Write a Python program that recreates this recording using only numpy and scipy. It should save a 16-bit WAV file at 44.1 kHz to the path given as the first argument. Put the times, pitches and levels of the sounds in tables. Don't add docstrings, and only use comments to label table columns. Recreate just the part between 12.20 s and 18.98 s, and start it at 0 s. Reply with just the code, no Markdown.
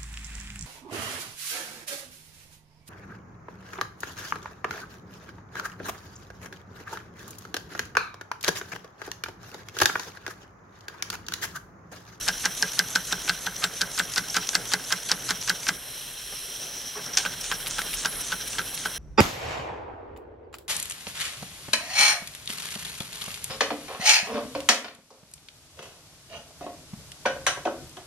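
import sys
import numpy as np
from scipy import signal
from scipy.fft import rfft, irfft, next_fast_len
from scipy.io import wavfile
from scipy.ndimage import uniform_filter1d, map_coordinates

SR = 44100
rng = np.random.default_rng(int(sys.argv[2]) if len(sys.argv) > 2 else 0)


def gain_from_db(level_db):
    decades = np.asarray(level_db, float) / 20
    return 10 ** decades


def generate_wav(sig):
    pcm = np.round(np.clip(np.atleast_2d(sig).T, -1, 1) * 32767).astype(np.int16)
    wavfile.write(sys.argv[1], SR, pcm)


N = 298998
T = np.arange(N) / SR
SLOW_FROM = 4
HARD_TICK_DB = -12
SWING_S = .0045

# t/s, click/dB, f/Hz, plate/dB, rattle/dB
TURNS = [(0.0848, -5.5, 5220, -15.5, -9.5), (0.2549, -8, 5800, -13, -10.5),
         (0.4245, -5.5, 5500, -14, -24.5), (0.5913, -3, 5470, -12, -15), (0.7573, -6, 5430, -12, -25),
         (0.925, -11, 3620, -17.5, -12.5), (1.0939, -5, 4550, -13.5, -13), (1.2657, -29, 5160, -18, -20),
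         (1.4397, -7, 4240, -17.5, -9), (1.6154, -7, 4700, -15.5, -20), (1.795, -8, 3700, -11.5, -10),
         (1.979, -7, 4570, -14, -12), (2.166, -8.5, 5800, -13.5, -7.5), (2.352, -5.5, 4970, -13.5, -11),
         (2.5357, -7, 5000, -13, -10.5), (2.724, -6.5, 5550, -17, -10.5), (2.9153, -4, 5230, -18, -9),
         (3.1062, -8.5, 4360, -17.5, -10), (3.2957, -6, 5150, -13, -13), (3.487, -8, 5280, -12, -13.5)]
# t/s, click/dB, f/Hz, plate/dB, rattle/dB
SLOW_TURNS = [(4.774, -48, 3000, -47, -45), (5.051, -13.5, 2640, -16, -12.5),
              (5.315, -22, 3150, -17, -10.5), (5.5833, -15.5, 3200, -16.5, -14),
              (5.8486, -15, 3390, -14, -8.5), (6.119, -14.5, 3350, -16, -12),
              (6.3835, -14.5, 3430, -15.5, -13.5), (6.6526, -30, 5700, -15.5, -15)]
# t/s, share 0-1
RUNNING = [
    (0, 1),
    (3.56, 1),
    (3.62, 0),
    (4.76, 0),
    (4.8, 1),
    (6.78, 1),
]
# t/s, peak/dB, f/Hz
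CLICKS = [(0.079, -12, 3800), (0.2427, -24, 5350), (0.407, -30.5, 4000), (0.588, -35, 3900),
          (0.7528, -12, 3780), (1.078, -15.5, 3080), (1.088, -12.5, 3760), (1.6098, -12.5, 4000),
          (1.7769, -13.5, 5200), (1.96, -11, 5100), (2.143, -13.5, 5360), (2.149, -24, 3400),
          (2.331, -19, 7060), (2.518, -13, 3300), (2.704, -19, 3330), (2.8928, -18, 5330),
          (2.9082, -23, 3800), (3.0895, -12, 5360), (3.2757, -12.5, 5050), (3.467, -16, 3400)]
# t/s, peak/dB, f/Hz
TICKS = [(0.3736, -19, 6140), (0.5326, -16, 6300), (1.937, -13, 5930), (1.781, -20, 4800),
         (2.2902, -8, 5970), (2.2898, -11, 3300), (3.226, -20, 7300), (4.935, -23, 3300),
         (4.943, -23, 3400), (4.949, -27, 3700), (2.889, -18, 4200), (2.8957, -18, 4600),
         (1.965, -18, 4500), (2.524, -14, 5000), (3.0825, -18, 4500), (6.672, -32, 3510),
         (3.432, -20, 3080), (5.242, -18, 4330), (5.462, -17, 3320), (5.469, -12, 3150), (5.509, -13, 6280),
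         (5.617, -14, 1520), (5.7301, -16, 3200), (5.738, -14.5, 2930), (5.8575, -8.5, 5730),
         (5.926, -19, 2740), (6.0658, -18, 6200), (6.21, -23, 2460), (6.332, -18.5, 2900),
         (6.415, -18.5, 2620), (6.576, -17.5, 2600)]
# t/s, peak/dB, f/Hz
RESTART = [(4.9713, -5.5, 5650), (4.9718, -15, 3200), (4.9739, -6, 5820), (4.975, -13, 3200),
           (4.9775, -11.5, 6360), (4.9812, -13, 5800), (4.983, -8.5, 5800), (4.986, -13, 5900),
           (4.9847, -16, 3320), (4.988, -24, 3180), (4.993, -18, 5700), (4.999, -16, 3480),
           (5.005, -18, 3260)]
# plate pitch over its mean, low modes/dB, pin ring peak/dB
BLOWS = [(1.04, 2, -45), (1.1, 2.5, -41), (1.18, 3.5, -46), (1.12, -1.5, -43), (0.994, 1, -37), (1, 6, -47),
         (0.99, 1, -43.5), (1.004, 1, -56), (0.96, 5, -29.5), (1.01, -3, -48), (1.006, -1, -33),
         (1.038, 0, -41), (0.98, 3.5, -38), (1.1, 0, -31.5), (1.06, 5.5, -49), (1.038, -6, -30),
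         (0.97, 4, -48), (1.13, 7, -50), (1.03, -2, -37), (1.1, 0, -33), (1.051, 15, -70), (0.97, -3, -70),
         (0.95, -3, -70), (0.95, -3, -70), (0.981, -2, -70), (0.97, -0.5, -70), (0.98, -7, -70),
         (0.92, 3, -70)]


def unit(x):
    return x / np.sqrt(np.mean(x ** 2) + 1e-20)


def along(points, hz):
    f, v = np.transpose(points)
    return np.interp(np.log(hz + 1), np.log(f + 1), v)


def curves(rows, at=T):
    s, *cols = np.transpose(rows)
    return np.array([np.interp(at, s, c) for c in cols])


def wobble(rate):
    return map_coordinates(rng.standard_normal(int(N * rate / SR) + 4), [T * rate])


def filtered(x, response):
    m = next_fast_len(x.shape[-1] + 4096)
    return irfft(rfft(x, m) * response(np.fft.rfftfreq(m, 1 / SR)), m)[..., :x.shape[-1]]


def band(lo_hz, hi_hz):
    return lambda f: 1 / (1 + (lo_hz / (f + 1)) ** 4) / (1 + (f / hi_hz) ** 4)


def bed(points):
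    return lambda f: gain_from_db(along(points, f))


def cavities(floor, peaks):
    def response(f):
        power = sum(gain_from_db(2 * db) / (1 + (2 * (f - c) / w) ** 2) ** 1.04 for c, w, db in peaks)
        return np.sqrt(gain_from_db(2 * along(floor, f)) + power)
    return response


def rush(gain, alike, patchy_db=None, size=6):
    pair = rng.standard_normal((2, N))
    if patchy_db:
        z = signal.stft(pair, nperseg=512)[2]
        field = uniform_filter1d(rng.standard_normal(z.shape[1:]), size=5, axis=0)
        field = uniform_filter1d(field, size=size, axis=1)
        pair = signal.istft(z * gain_from_db(patchy_db * unit(field)), nperseg=512)[1][:, :N]
    turn = lambda hz: np.arccos(np.clip(along(alike, hz), -1, 1)) / 2
    mid, side = filtered(pair, lambda hz: gain(hz) * [np.cos(turn(hz)), np.sin(turn(hz))])
    return unit(np.array([mid + side, mid - side]))


def drifting(x, depth, rate):
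    at = np.arange(N) + np.cumsum(depth * wobble(rate))
    return np.array([map_coordinates(side, [at], mode="mirror") for side in x])


def add(track, s, sound):
    part = track[..., round(s * SR):][..., :sound.shape[-1]]
    part += sound[..., :part.shape[-1]]


def ring(t, hz, t60, attack, crest=0):
    return np.sin(2 * np.pi * hz * (t - crest)) * gain_from_db(-60 * t / t60) * (1 - np.exp(-t / attack))


def walls(x):
    # f/Hz, t60/s
    decay = [(200, 0.17), (2000, 0.12), (10000, 0.085)]
    hz, t, z = signal.stft(rng.standard_normal((2, SR // 4)), SR, nperseg=256)
    tail = signal.istft(z * gain_from_db(-60 * t / along(decay, hz)[:, None]), SR, nperseg=256)[1]
    late = np.pad(x, ((0, 0), (150, 0)))
    return signal.fftconvolve(late, tail / np.linalg.norm(tail[0]), axes=1)[:, :N]


def drone():
    # t/s, f/Hz, level/dB
    motor_speed = [(0.0, 30.3, -54), (0.73, 39.6, -68), (0.89, 51.7, -52.5), (3.36, 52.4, -62),
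                   (3.59, 61.4, -54), (3.74, 61, -65), (3.93, 40.7, -67), (4.14, 33.2, -65),
                   (4.49, 38.1, -68), (5.38, 35.37, -49.5), (5.93, 37.76, -50), (6.27, 49.4, -49.5),
                   (6.69, 47.8, -62), (6.78, 51.4, -53)]
    pitch_hz, level_db = curves(motor_speed)
    phase = 2 * np.pi * np.cumsum(pitch_hz) / SR + 0.33 * wobble(5)
    motor = gain_from_db(level_db + 0.78 * wobble(6.1)) * np.sin(phase)
    hum = gain_from_db(-66 + 2.8 * wobble(5.0)) * np.sin(2 * np.pi * 101 * T + 0.54 * wobble(4.27))
    return motor + hum


def shop():
    # t/s, level/dB
    handling = [(0.0, -52), (0.58, -62), (2.28, -63), (3.89, -60.5), (5.1, -62), (5.8, -53.5),
                (6.78, -62.5)]
    # f/Hz, density/dB per Hz
    rumble_bed = [(12, -20), (20, -8), (43, 6.5), (86, -8.5), (100, -28), (130, -59), (220, -120)]
    burner_bed = [(45, -35), (80, -11.5), (110, 4), (150, 4.5), (205, -2), (270, 1.5), (335, -3.5),
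                  (400, 0), (600, -1.5), (1080, -6), (1600, -4.5), (2200, -5), (2600, -17), (2750, -120)]
    # t/s, level/dB
    flame = [(0, 0.5), (3.55, 0), (3.75, 0.5), (3.9, -3), (4, -4), (4.12, -2), (4.5, -2), (4.7, 0.5),
             (6.78, 1)]
    # t/s, level/dB
    rubbing = [(2.25, -70), (2.4, -46), (2.55, -69), (4.1, -68), (4.25, -54), (4.45, -50.5), (4.6, -57),
               (4.7, -76)]
    # f/Hz, left-right likeness
    burner_alike = [(60, 1), (200, 0.72), (550, 0.8), (1650, 0.95), (2700, 0.67)]
    rub_alike = [(60, 1), (180, 0.51), (550, 0.73), (1650, 0.62), (4970, 0.88), (15000, 0.26)]
    running = curves(RUNNING)
    rumble_db = curves(handling)[0] + 2.0 + 0.57 * wobble(4.0)
    rumble = gain_from_db(rumble_db) * rush(bed(rumble_bed), [(30, 0.68)])
    burner_db = -50.5 + 3.5 * running[0] + curves(flame)[0]
    burner = gain_from_db(burner_db + 1.5 + 1.2 * wobble(18)) * rush(bed(burner_bed), burner_alike, patchy_db=1.5)
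    sheet = lambda f: 1 / (1 + ((f - 1560) / 190) ** 2)
    bearing = running * gain_from_db(-59.0 + 8.5 * np.clip(wobble(77), -2, 1.6)) * rush(sheet, [(1500, 1.0)])
    rub = gain_from_db(curves(rubbing) + 1.6 * wobble(23.0)) * rush(band(430, 540), rub_alike)
    hiss = gain_from_db(-63) * rush(band(6000, 20000), [(9000, .05)])
    return (rumble + drone()) * gain_from_db([[-.7], [.7]]) + burner * gain_from_db([[-.6], [.6]]) + bearing + rub + hiss


def crank():
    return np.array(TURNS + SLOW_TURNS)


def stroke(part, port, gains):
    change, opens, shuts, spit, centre, edge, lag = port
    late = (part - .1) % 1 + .1
    ajar = np.clip((late - opens) / edge + .5, 0, 1) * np.clip((shuts - late) / edge + .5, 0, 1)
    change_spit = np.exp(-((part - change) / spit) ** 2)
    centre_spit = np.exp(-(((part - lag + .5) % 1 - .5) / centre) ** 2)
    return np.array(gains) @ [1 - ajar, ajar, change_spit, centre_spit]


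def valve():
    # port shut/dB, port open/dB, changeover spit/dB, dead-centre spit/dB
    fast_gains = [(1.5, -5.5, 4.5, 14.5), (-10.5, 1.5, 10.5, 12.5), (1.5, -4, 3, -2)]
    slow_gains = [(-0.5, -4.5, 2.9, 7.5), (-15.5, 1, 13.4, 5), (1, -11, 7.4, 1.4)]
    ports = [
        (0.568, 0.635, 0.937, 0.015, 0.031, 0.09, 0.0092),
        (0.61, 0.67, 1, 0.031, 0.037, 0.078, 0.036),
    ]
    s = crank()[:, 0]
    fast, slow = s[s < SLOW_FROM], s[s > SLOW_FROM]
    s = np.r_[2 * fast[0] - fast[1], fast, 2 * fast[-1] - fast[-2], slow, 2 * slow[-1] - slow[-2]]
    part = np.interp(T, s, np.arange(len(s))) % 1
    flick, catch = RESTART[0][0], SLOW_TURNS[1][0]
    part = np.where((T > SLOW_FROM) & (T < flick), .3, part)
    geared = 1 - np.interp(T, [flick - .01, flick, catch - .02, catch], [0, 1, 1, 0])
    at_speed, slowly = stroke(part, ports[0], fast_gains), stroke(part, ports[1], slow_gains)
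    return geared * np.where(T < SLOW_FROM, at_speed, slowly) * curves(RUNNING)


def jets():
    # t/s, boiler pressure/dB, gland wetness/dB
    boiler = [(0.0, -44.5, -48), (0.75, -45, -48), (1.3, -47, -51), (2.19, -45.5, -49),
              (3.36, -45.5, -49.5), (3.52, -47.5, -48.5), (3.78, -43, -44.5), (4.21, -42.5, -44.5),
              (4.51, -42, -45.5), (4.79, -44, -47.5), (5.17, -40, -48.5), (5.35, -42, -43.5),
              (5.78, -40, -40.5), (5.97, -41.5, -43), (6.78, -42, -44)]
    (pressure_db, wet_db), (running,) = curves(boiler), curves(RUNNING)
    seep_db = pressure_db - 33 + 6.4 * (pressure_db - pressure_db.max())
    driven_db = pressure_db - 6 - np.clip(T - RESTART[0][0], 0, None)
    return valve() + [pressure_db, running * driven_db + (1 - running) * seep_db, wet_db]


def leak(level_db, sputter):
    # f/Hz, density/dB per Hz
    leak_bed = [(1800, -25.5), (2700, -6.5), (3600, -8), (4900, -25.5), (6400, -19), (7600, -14.5),
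                (8300, -24), (10000, -41), (11000, -16)]
    # f/Hz, width/Hz, level/dB
    leak_peaks = [(1640, 520, -10), (3178, 113, 0.5), (3390, 100, -11), (4025, 204, -2), (8660, 125, -6.5),
                  (9450, 125, -7)]
    throat_peaks = [(5520, 300, -2), (5765, 89, 4), (6080, 89, -3)]
    # f/Hz, left-right likeness
    leak_alike = [(2000, 0.85), (3500, 0.93), (4200, 0.87), (4900, 0.9), (5600, 0.86), (9000, 0.65)]
    # t/s, level/dB
    throat = [(0, 1), (1.5, -0.5), (3.4, 0.5), (3.7, -2.5), (4.0, -3), (4.3, 0.5), (4.65, 2.5), (4.85, 1),
              (5.3, -4.5), (6, -2), (6.78, -2)]
    # t/s, level/dB, half length/s
    spurts = [(0.184, 3, .005), (0.522, 11, .005), (0.68, 6, 0.0054), (0.847, 9, 0.0046), (1.222, 5, .004),
              (1.381, 14, .004), (1.852, 4, .004), (2.103, 20, .005), (2.275, 9, .004), (2.649, 10, 0.0037),
              (3.218, 11, 0.005), (4.864, 7, 0.004), (4.94, 8, 0.0065), (4.9525, 16, 0.0022),
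              (5.216, 9, 0.0062), (5.343, 10, 0.0096)]
    throat_db = curves(throat)[0] + sum(db * np.exp(-((T - s) / half) ** 2) for s, db, half in spurts)
    hiss = rush(cavities(leak_bed, leak_peaks), leak_alike, patchy_db=.9)
    whistle = drifting(rush(cavities([(5000, -47)], throat_peaks), leak_alike, patchy_db=1.0), .012, 4)
    sound = hiss + gain_from_db(throat_db + wobble(60)) * whistle
    return gain_from_db(level_db + 1.5 + 2.0 * sputter + 0.85 * wobble(300)) * sound


def exhaust(level_db, sputter):
    # f/Hz, density/dB per Hz
    puff_bed = [(700, -18.5), (1500, -15.5), (2300, -12), (3200, -4), (3700, -4), (4100, -5), (4900, -10),
                (6000, 3.5), (6800, -4.5), (7800, -6), (9300, -3), (9750, -4.5), (10400, -18.5),
                (12000, -25), (14000, -22)]
    # f/Hz, gain/dB
    fast_jet = [(5400, 1), (6250, 3), (7100, 1.5), (8000, 1), (9800, -3.5), (10400, 14), (11100, 21),
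                (11900, 23), (12500, -2), (13500, -16)]
    warm_jet = [(9500, -0.5), (10300, 6), (11000, 19), (11800, 15), (12600, 0)]
    # t/s, share 0-1
    warming = [
        (5.6, 0),
        (5.8, 0.4),
        (6.05, 0.9),
        (6.78, 1),
    ]
    spray = gain_from_db(1.1 * wobble(400))
    puff = rush(bed(puff_bed), [(3000, 1.0), (6000, 0.69), (9000, 0.7)], patchy_db=2.2)
    fast = filtered(puff, bed(fast_jet))
    slow = puff + curves(warming) * filtered(puff, lambda f: bed(warm_jet)(f) - 1)
    return gain_from_db(level_db + 13.0 + 0.22 * sputter) * spray * np.where(T < SLOW_FROM, fast, slow)


def gland_fizz(level_db):
    # f/Hz, density/dB per Hz
    fizz_bed = [(6000, -22.5), (7900, -14.5), (8800, -7), (10000, -11), (10600, -12.5), (12400, -4),
                (13000, -23), (14200, -19), (16000, -29)]
    # f/Hz, width/Hz, level/dB
    gland_peaks = [(10600, 230, -1.5), (11160, 90, 3.5), (11850, 160, -7), (12700, 140, -8),
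                   (13400, 100, -14)]
    alike = [(9000, 0.54), (11000, 0.52), (12000, 0.46), (14500, 0.5)]
    spray = rush(cavities(fizz_bed, gland_peaks), alike, patchy_db=1.8, size=50)
    return gain_from_db(level_db + 3.5 + .7 * wobble(30)) * drifting(spray, .006, 3)


def steam():
    # f/Hz, lead/radians
    left_leads = [(4000, 0.02), (6200, 0.3), (10600, 0.52), (11700, 2.23), (16000, 1.85)]
    leak_db, exhaust_db, fizz_db = jets()
    sputter = wobble(45) * (.45 + .55 * curves(RUNNING)[0])
    sound = leak(leak_db, sputter) + exhaust(exhaust_db, sputter) + gland_fizz(fizz_db)
    return filtered(sound, lambda f: np.exp(.5j * along(left_leads, f) * [[1], [-1]]))


def bench():
    # t/s, peak/dB, f/Hz, ring over puff
    taps = [(4.12, -40, 594, 0.33), (4.752, -36, 1106, 0.92), (4.764, -35, 421, 1.4),
            (4.775, -36.5, 1100, 1), (4.788, -40, 995, 0.76), (4.852, -52, 1380, 1)]
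    out, t = np.zeros(N), np.arange(SR // 10) / SR
    swell = np.sin(np.pi * np.clip(t / 0.052, 0, 1) ** 1.18)
    for s, _, _, plate_db, _ in crank():
        db = (-35.5 if s < SLOW_FROM else -40) + 0.16 * (plate_db + 14.5)
        hz = 179 * (1 + rng.normal(0, 0.0033))
        add(out, s, gain_from_db(db - 2.0) * swell * np.sin(2 * np.pi * hz * t))
    for s, db, hz, share in taps:
        puff = unit(filtered(rng.standard_normal(len(t)), band(390, 2100)))
        puff = puff * gain_from_db(-60 * t / 0.09) * (1 - np.exp(-t / 0.0093))
        add(out, s, gain_from_db(db + 3.0) * (share * ring(t, hz, 0.1, 0.0086) + 1.17 * puff))
    return out


def knocks():
    lands_ms = [7.5, 6.3, 6.9, 7, 4, 6, 4.1, 7, 4, 7, 7, 4.05, 5.56, 4, 6, 3.44, 5.5, 3.51, 7, 6, 8.8, 11.5,
                11, 7.5, 11, 9, 10, 7.1]
    # t/s, peak/dB
    jolts = [(0.2484, -29), (1.4324, -21), (1.6095, -23), (1.972, -19), (2.153, -23), (2.731, -19.5),
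             (1.4482, -23.5), (4.9713, -25), (4.982, -29), (4.999, -29)]
    centres = [(s + ms / 1000 - SWING_S + .0015, db, ratio, low_db)
               for (s, _, _, db, _), (ratio, low_db, _), ms in zip(crank(), BLOWS, lands_ms)]
    leads = [(s + 0.002024, -26.5) for s, db, _ in CLICKS if db > -30]
    ticks = [(s, db - 31) for s, db, _ in TICKS + RESTART if db > HARD_TICK_DB]
    return centres + [(*row, 1, 0) for row in leads + ticks + jolts]


def plate():
    # f/Hz, level/dB, t60/s
    plate_modes = [(1339, -7, 0.086), (1512, 1, 0.07), (1601, 0.5, 0.082), (1783, -1, 0.025),
                   (2020, -9, 0.072), (839, -7.5, 0.045), (428.4, -19, 0.16), (240, -13.5, 0.053)]
    out, t = np.zeros(N), np.arange(SR // 10) / SR
    at = crank()[:, 0]
    returns = [(a + 0.32 * (b - a), -35, 1, 0) for a, b in zip(at, at[1:]) if b - a < 1]
    for s, db, ratio, low_db in knocks() + returns:
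        chance = np.clip(rng.standard_normal((len(plate_modes), 3)), -1.2, 1.2)
        modes = 0
        for (hz, level_db, t60), (a, b, c) in zip(plate_modes, chance):
            lean_db = low_db if hz < 1000 else np.clip(600 * (ratio - 1.01) * np.log2(hz / 1560), -4, 4)
            crest = SWING_S + .00011 * c
            modes = modes + gain_from_db(level_db + lean_db + 2.6 * a) * ring(t, hz * (1 + 0.011 * b), t60, 0.00083, crest)
        loose = unit(filtered(rng.standard_normal(len(t)), band(1900, 2400)))
        loose = loose * gain_from_db(-60 * t / 0.038) * (1 - np.exp(-t / 0.005))
        rocking = np.cos(2 * np.pi * (t + 0.0014) / 0.0121)
        throb = .65 - (0.46 if s < SLOW_FROM else 0.22) * rocking
        add(out, s - .0015, gain_from_db(db + 0.5) * throb * (modes / np.abs(modes).max() + .3 * loose))
    return out


def rattle():
    out, t = np.zeros((2, N)), np.arange(SR // 12) / SR - .03
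    noise = rng.standard_normal((len(crank()), 3, len(t)))
    colour = lambda f: band(750, 7000)(f) * (1 + 1.8 / (1 + ((f - 1400) / 350) ** 2))
    judders = unit(filtered(noise[:, :2], colour)) * gain_from_db(18.0 * uniform_filter1d(noise[:, 2:], size=50))
    for (s, *_, rattle_db), judder in zip(crank(), judders):
        lead_db = -4.5 if s < SLOW_FROM else -14
        shape = np.where(t < 0, gain_from_db(lead_db - 20 * (t / 0.022) ** 4), gain_from_db(-60 * t / 0.082))
        add(out, s - .03, gain_from_db(rattle_db - 16.0) * shape * (judder[0] + 0.2 * judder[1] * [[1], [-1]]))
    return out


def pin():
    # t/s, peak/dB, f/Hz
    snaps = [(0.0777, -16, 8400), (0.249, -27.5, 10000), (0.4179, -20, 9500), (0.5853, -28, 9900),
             (0.7514, -25, 9900), (0.9176, -22, 8600), (1.0873, -26, 8400), (1.2604, -32, 11500),
             (1.4336, -22, 8900), (1.611, -35, 8700), (1.7888, -12, 8300), (1.973, -22, 8500),
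             (2.1599, -24, 8500), (2.3458, -18, 8800), (2.529, -27, 9700), (2.718, -25, 9700),
             (2.9087, -34, 9800), (3.0997, -19, 9900), (3.29, -26, 7740), (3.481, -16, 9200)]
    # f/Hz, level/dB, t60/s
    pin_modes = [(7617, 0, .09), (11080, -9, .04), (14020, -9, .07), (15260, -14, .04)]
    out, t = np.zeros((2, N)), np.arange(SR // 12) / SR
    sizzles = unit(filtered(rng.standard_normal((len(snaps), 2, len(t))), band(2500, 13000)))
    sizzles = sizzles * gain_from_db(-60 * t / 0.016) * (t > .0008)
    for (s, db, hz), sizzle in zip(snaps, sizzles):
        ping = np.sin(2 * np.pi * hz * t) * np.exp(-((t - .0011) / .0002) ** 2 / 2)
        add(out, s, gain_from_db(db - 1.0) * (ping + 0.44 * (sizzle[0] + .4 * sizzle[1] * [[1], [-1]])))
    for (s, *_), (_, _, db) in zip(TURNS, BLOWS):
        chance = rng.standard_normal((len(pin_modes), 2))
        for (hz, level_db, t60), (a, b) in zip(pin_modes, chance):
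            tone = gain_from_db(db + level_db + 1.3 * a) * ring(t, hz, t60, .0003)
            add(out, s + 0.003, tone * gain_from_db([[3 * b], [-3 * b]]))
    return out


def contacts():
    centres = [(s, db, hz, min(-30 - db, 0)) for s, db, hz in crank()[:, :3]]
    leads = [(s, db, hz, min(-39.5 - db, 0)) for s, db, hz in CLICKS]
    at = np.array(TURNS)[:, 0]
    returns = [(a + .54 * (b - a), -33, 5800) for a, b in zip(at, at[1:])]
    bounces = [(s + 0.011, db - 11, hz * 0.566) for s, db, hz in CLICKS]
    rebounds = [(s + k * 0.0034, db - 15.5 - 3 * k, hz) for s, db, hz in crank()[:, :3] for k in (1, 2)]
    light = [(*row, -28) for row in TICKS + RESTART + returns + bounces + rebounds]
    s, db, hz, dull_db = np.transpose(centres + leads + light)
    bright_db = -8.5 - 0.5 * (6 - hz / 1000) - 2 * np.clip(rng.standard_normal(len(s)), -1, 1)
    tick = np.isin(s, np.array(TICKS)[:, 0])
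    bright_db = bright_db - 7 * (tick | (s > SLOW_FROM))
    return np.transpose([s, db, hz, bright_db, dull_db, np.where(tick, 0.027, 0.043)])


def linkage():
    out, t = np.zeros((2, N)), np.arange(SR // 20) / SR
    rise = 1 - np.exp(-t / 0.00027)
    hits = contacts()
    noise = rng.standard_normal((len(hits), 6, len(t)))
    grit = gain_from_db(27.2 * uniform_filter1d(noise[:, :1], size=40))
    pitch_hz, chatter_t60 = hits[:, 2, None, None], hits[:, 5, None, None]
    colour = lambda f: band(1300, 7200)(f) * (0.74 + 1 / (1 + ((f - pitch_hz) / 1100) ** 2))
    chatters = unit(filtered(noise[:, 1:3], colour)) * grit * gain_from_db(-60 * t / chatter_t60) * rise
    brights = unit(filtered(noise[:, 3:5], band(3360, 7600))) * grit * gain_from_db(-60 * t / 0.012) * rise
    dulls = unit(filtered(noise[:, 5], band(410, 1800))) * gain_from_db(-60 * t / 0.14) * rise
    for (s, db, hz, bright_db, dull_db, _), chatter, bright, dull in zip(hits, chatters, brights, dulls):
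        width_s = .00021 if db > HARD_TICK_DB else .00014
        ping = 1.8 * np.sin(2 * np.pi * hz * t) * np.exp(-((t - .0011) / width_s) ** 2 / 2)
        clean = np.clip((db + 28) / 24, .15, 1)
        chatter, bright = (.34 - 0.11 * clean) * chatter, gain_from_db(bright_db + 2.0) * bright
        mid = clean * ping + chatter[0] + bright[0] + gain_from_db(dull_db - 2.0) * dull
        side = rng.normal(0, 0.12) * clean * ping + 0.26 * chatter[1] + 0.53 * bright[1]
        add(out, s, gain_from_db(db - 4.0) * (mid + np.array([side, -side])))
    return out


def scene():
    blows = linkage() + pin() + rattle() + plate() * gain_from_db([[-.2], [.2]]) + bench() * gain_from_db([[-.8], [.8]])
    return blows + gain_from_db(-20.0) * walls(blows) + gain_from_db([[-.3], [.3]]) * steam() + shop()


def roll_off(x):
    return signal.sosfilt(signal.butter(12, 16100, fs=SR, output="sos"), x)


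def record(dry):
    mix = filtered(dry, lambda hz: hz < 15780)
    return roll_off(mix)


dry = scene()
out = record(dry)
generate_wav(out)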